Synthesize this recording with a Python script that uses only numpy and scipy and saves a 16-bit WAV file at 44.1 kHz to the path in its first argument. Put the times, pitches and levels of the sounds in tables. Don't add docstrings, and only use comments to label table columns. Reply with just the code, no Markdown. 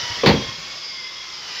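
import sys
import numpy as np
from scipy import signal
from scipy.fft import rfft, irfft, next_fast_len
from scipy.io import wavfile
from scipy.ndimage import uniform_filter1d, map_coordinates

SR = 44100
rng = np.random.default_rng(int(sys.argv[2]) if len(sys.argv) > 2 else 0)


def generate_wav(sig):
    pcm = np.round(np.clip(np.atleast_2d(sig).T, -1, 1) * 32767).astype(np.int16)
    wavfile.write(sys.argv[1], SR, pcm)


N = 70560


def amp(db):
    return 10 ** (np.asarray(db) / 20)


def unit(x):
    return x / np.sqrt(np.mean(x ** 2) + 1e-20)


def clock(start_s=0):
    return np.maximum(np.arange(N) / SR - start_s, 0)


def curves(rows):
    time_s, *columns = np.transpose(rows)
    return [np.interp(clock(), time_s, column) for column in columns]


def wobble(rate_hz):
    knots = rng.standard_normal(int(N * rate_hz / SR) + 4)
    return map_coordinates(knots, [clock() * rate_hz])


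def filtered(x, response):
    size = next_fast_len(N + SR // 2)
    return irfft(rfft(x, size) * response(np.fft.rfftfreq(size, 1 / SR)), size)[:N]


def noise(spectrum):
    freq_hz, level_db = np.transpose(spectrum)
    white = rng.standard_normal(N)
    return unit(filtered(white, lambda hz: amp(np.interp(np.log(hz + 1), np.log(freq_hz + 1), level_db))))


def narrow(centre_hz, width_hz):
    a, b = [filtered(rng.standard_normal(N), lambda hz: 1 / (1 + (hz / width_hz) ** 2 / 2) ** 2)
            for _ in range(2)]
    phase = 2 * np.pi * np.cumsum(centre_hz * np.ones(N)) / SR
    return unit(a * np.cos(phase) + b * np.sin(phase))


def fade(t, attack_s, t60_s):
    return (1 - np.exp(-t / attack_s)) * np.exp(-np.log(1000) * t / t60_s)


def patchy(x, depth_db):
    spectra = signal.stft(x, nperseg=1024)[2]
    field = uniform_filter1d(rng.standard_normal(spectra.shape), size=3, axis=0)
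    field = uniform_filter1d(field, size=18, axis=1)
    return unit(signal.istft(spectra * amp(depth_db * unit(field)), nperseg=1024)[1][:N])


def machine_hum():
    spectrum = [(25, -35), (45, 7), (65, 0), (130, 6.5), (220, 2.5), (350, -2.5), (550, 1), (900, -17),
                (2000, -39)]
    envelope = [(0, -46.5), (.3, -41.5), (.65, -48.5), (.9, -56), (1.3, -56.5), (1.6, -52.5)]
    tones = [(60, -69.5), (361, -62), (500, -68.5)]  # pitch_hz, level_db
    level_db, = curves(envelope)
    rumble = amp(level_db) * noise(spectrum)
    return rumble + sum(amp(db) * narrow(hz, width_hz=7.4) for hz, db in tones)


def machine_hiss():
    spectrum = [(150, -33), (400, -12), (800, -10), (1200, -5), (1550, -6.5), (2100, -3.5), (2700, -4.5),
                (3400, -1.5), (4200, -5), (5000, -1), (5700, -4), (6400, -11.5), (7300, -19), (8100, -36),
                (9000, -43), (10500, -35), (13000, -36), (16000, -40)]
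    envelope = [(0, -28), (.1, -29), (.22, -29), (.33, -31), (.45, -31.5), (.56, -34), (.7, -34), (.9, -36),
                (1.1, -36.5), (1.42, -35.5), (1.5, -33), (1.59, -31.5)]
    # time_s, pitch_hz, level_db
    low = [(0, 990, -41), (0.108, 947, -38), (0.222, 1003, -49), (0.419, 1055, -38), (0.579, 1070, -48.5),
           (0.762, 1140, -48.5), (1.03, 1029, -53.5), (1.25, 1046, -53), (1.6, 973, -53)]
    mid = [(0, 1978, -38), (0.151, 1912, -41), (.4, 2115, -41), (0.599, 2168, -51), (0.719, 2206, -45.5),
           (.9, 2157, -42.5), (1.029, 2078, -37), (1.121, 2086, -48.5), (1.3, 2109, -42.5),
           (1.431, 2005, -53), (1.58, 1956, -40.5)]
    high = [(0, 3010, -32), (0.109, 2970, -37), (0.239, 2930, -43), (.33, 3260, -32.5), (0.401, 3260, -38),
            (0.501, 3290, -35.5), (0.572, 3280, -46), (.74, 3440, -43), (0.879, 3400, -45.5),
            (1.129, 3345, -44), (1.24, 3325, -38), (1.32, 3320, -49), (1.389, 3060, -45.5),
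            (1.501, 2990, -42.5), (1.6, 3100, -47)]
    shrill = [(0, 5446, -41), (0.169, 5330, -37.5), (.3, 4980, -56), (.52, 5095, -46.5), (.7, 4956, -38.5),
              (0.782, 5186, -43.5), (0.879, 5072, -36.5), (.94, 5130, -43), (1.001, 5040, -39),
              (1.129, 5150, -39), (1.2, 5092, -42.5), (1.289, 5310, -42.5), (1.37, 5000, -39.5),
              (1.47, 4907, -51), (1.58, 5170, -34)]
    widths_hz = [25, 21.5, 42.4, 69]
    level_db, = curves(envelope)
    out = amp(level_db) * patchy(noise(spectrum), depth_db=2)
    for track, width_hz in zip([low, mid, high, shrill], widths_hz):
        pitch_hz, whine_db = curves(track)
        core = narrow(pitch_hz, width_hz)
        skirt = amp(-10.5) * narrow(pitch_hz, width_hz=140)
        out += amp(whine_db) * unit(core + skirt)
    swell = np.exp(-((clock() - 0.892) / 0.13) ** 2)
    whistle = amp(-37) * swell * narrow(4715, width_hz=39)
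    sizzle = amp(-44.5) * narrow(4790, width_hz=350)
    flutter_db = 0.15 * wobble(rate_hz=250)
    return (out + whistle + sizzle) * amp(flutter_db)


def handling():
    bumps = [(.025, 105, -35), (0.099, 85, -32.5), (.43, 68, -36), (0.474, 110, -35), (.58, 150, -46.5)]  # start_s, pitch_hz, level_db
    rise_s = 0.0071
    out = np.zeros(N)
    for start_s, pitch_hz, level_db in bumps:
        age = clock(start_s) / rise_s
        out += amp(level_db) * age * np.exp(1 - age) * narrow(pitch_hz, width_hz=26)
    return out


def yard(x):
    tail = rng.standard_normal(N) * fade(clock(), attack_s=0.018, t60_s=0.53)
    return amp(-24) * signal.fftconvolve(x, tail / np.linalg.norm(tail))[:N]


def latch():
    envelope = fade(clock(start_s=0.279), attack_s=0.0016, t60_s=0.048)
    return amp(-14) * narrow(4430, width_hz=280) * envelope


def ring(modes, t, attack_s):
    modes_rms = np.linalg.norm([amp(db) for _, db, _ in modes]) / np.sqrt(2)
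    out = np.zeros(N)
    for k, (pitch_hz, level_db, t60_s) in enumerate(modes):
        gain = (-1) ** k * amp(level_db + rng.normal())
        phase = 2 * np.pi * pitch_hz * t + 0.68 * rng.normal()
        out += gain * fade(t, attack_s, t60_s) * np.sin(phase)
    return out / modes_rms


def door():
    contacts = [(.235, -50, -12.5, -34.5), (0.2601, -10.5, -13.5, -12), (.269, -15.5, -20.5, -18),
                (.281, -17, -19.5, -21.5), (.292, -9, -12, -29.5), (.338, -14.5, -23.5, -52),
                (.372, -23.5, -38, -58), (0.41, -36, -33.5, -41)]
    body_modes = [(51, -12.5, 0.39), (76, -6, 0.39), (94, -9.5, .14), (126.4, -6.5, 0.23),
                  (156.4, -3.5, 0.28), (204.7, 1.5, 0.166), (269.8, -2, 0.151)]
    panel_modes = [(321.5, -4.5, 0.15), (371, -2.5, 0.12), (392.8, -3.5, 0.28), (459, 4, 0.14),
                   (481, -9.5, 0.15), (522.5, 0.5, 0.14), (586, -13.5, 0.23), (870, -9, 0.099),
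                   (981, -16, 0.13), (1128, -7, 0.13)]
    shell_spectrum = [(30, -19), (120, -11), (300, 1), (480, 1), (700, -4), (1000, -6), (1400, -18.5),
                      (2500, -12.5), (6000, -32), (9000, -82)]
    clatter_spectrum = [(200, -34), (900, 6), (1300, -2.5), (1600, -1), (2100, 3), (2700, -6), (3600, -1),
                        (4500, 1.5), (5300, -11.5), (7000, -22), (8800, -52), (11000, -32.5), (16000, -36)]
    panel_attack_s = 0.00058
    out = np.zeros(N)
    for start_s, boom_db, panel_db, clatter_db in contacts:
        t = clock(start_s)
        shell = amp(-3.5) * noise(shell_spectrum) * fade(t, panel_attack_s, t60_s=0.28)
        clatter = unit(noise(clatter_spectrum) * amp(1.03 * wobble(rate_hz=600)))
        crack = amp(-0.5) * fade(t, attack_s=0.0001, t60_s=0.018)
        decay = fade(t, attack_s=0.0014, t60_s=0.25)
        out += amp(boom_db) * ring(body_modes, t, attack_s=0.0018)
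        out += amp(panel_db) * (ring(panel_modes, t, panel_attack_s) + shell)
        out += amp(clatter_db) * clatter * (crack + decay)
    return out


def scene():
    thud = door() + latch()
    return (thud + yard(thud) + machine_hiss() + machine_hum() + handling())[None]


def record(dry):
    low_cut_hz, top_hz = 30, 15750
    x = filtered(dry[0], lambda hz: (1j * hz / (low_cut_hz + 1j * hz)) ** 2)
    x = x / (1 + x ** 8) ** (1 / 8)
    return filtered(x, lambda hz: hz < top_hz)[None]


dry = scene()
out = record(dry)
generate_wav(out)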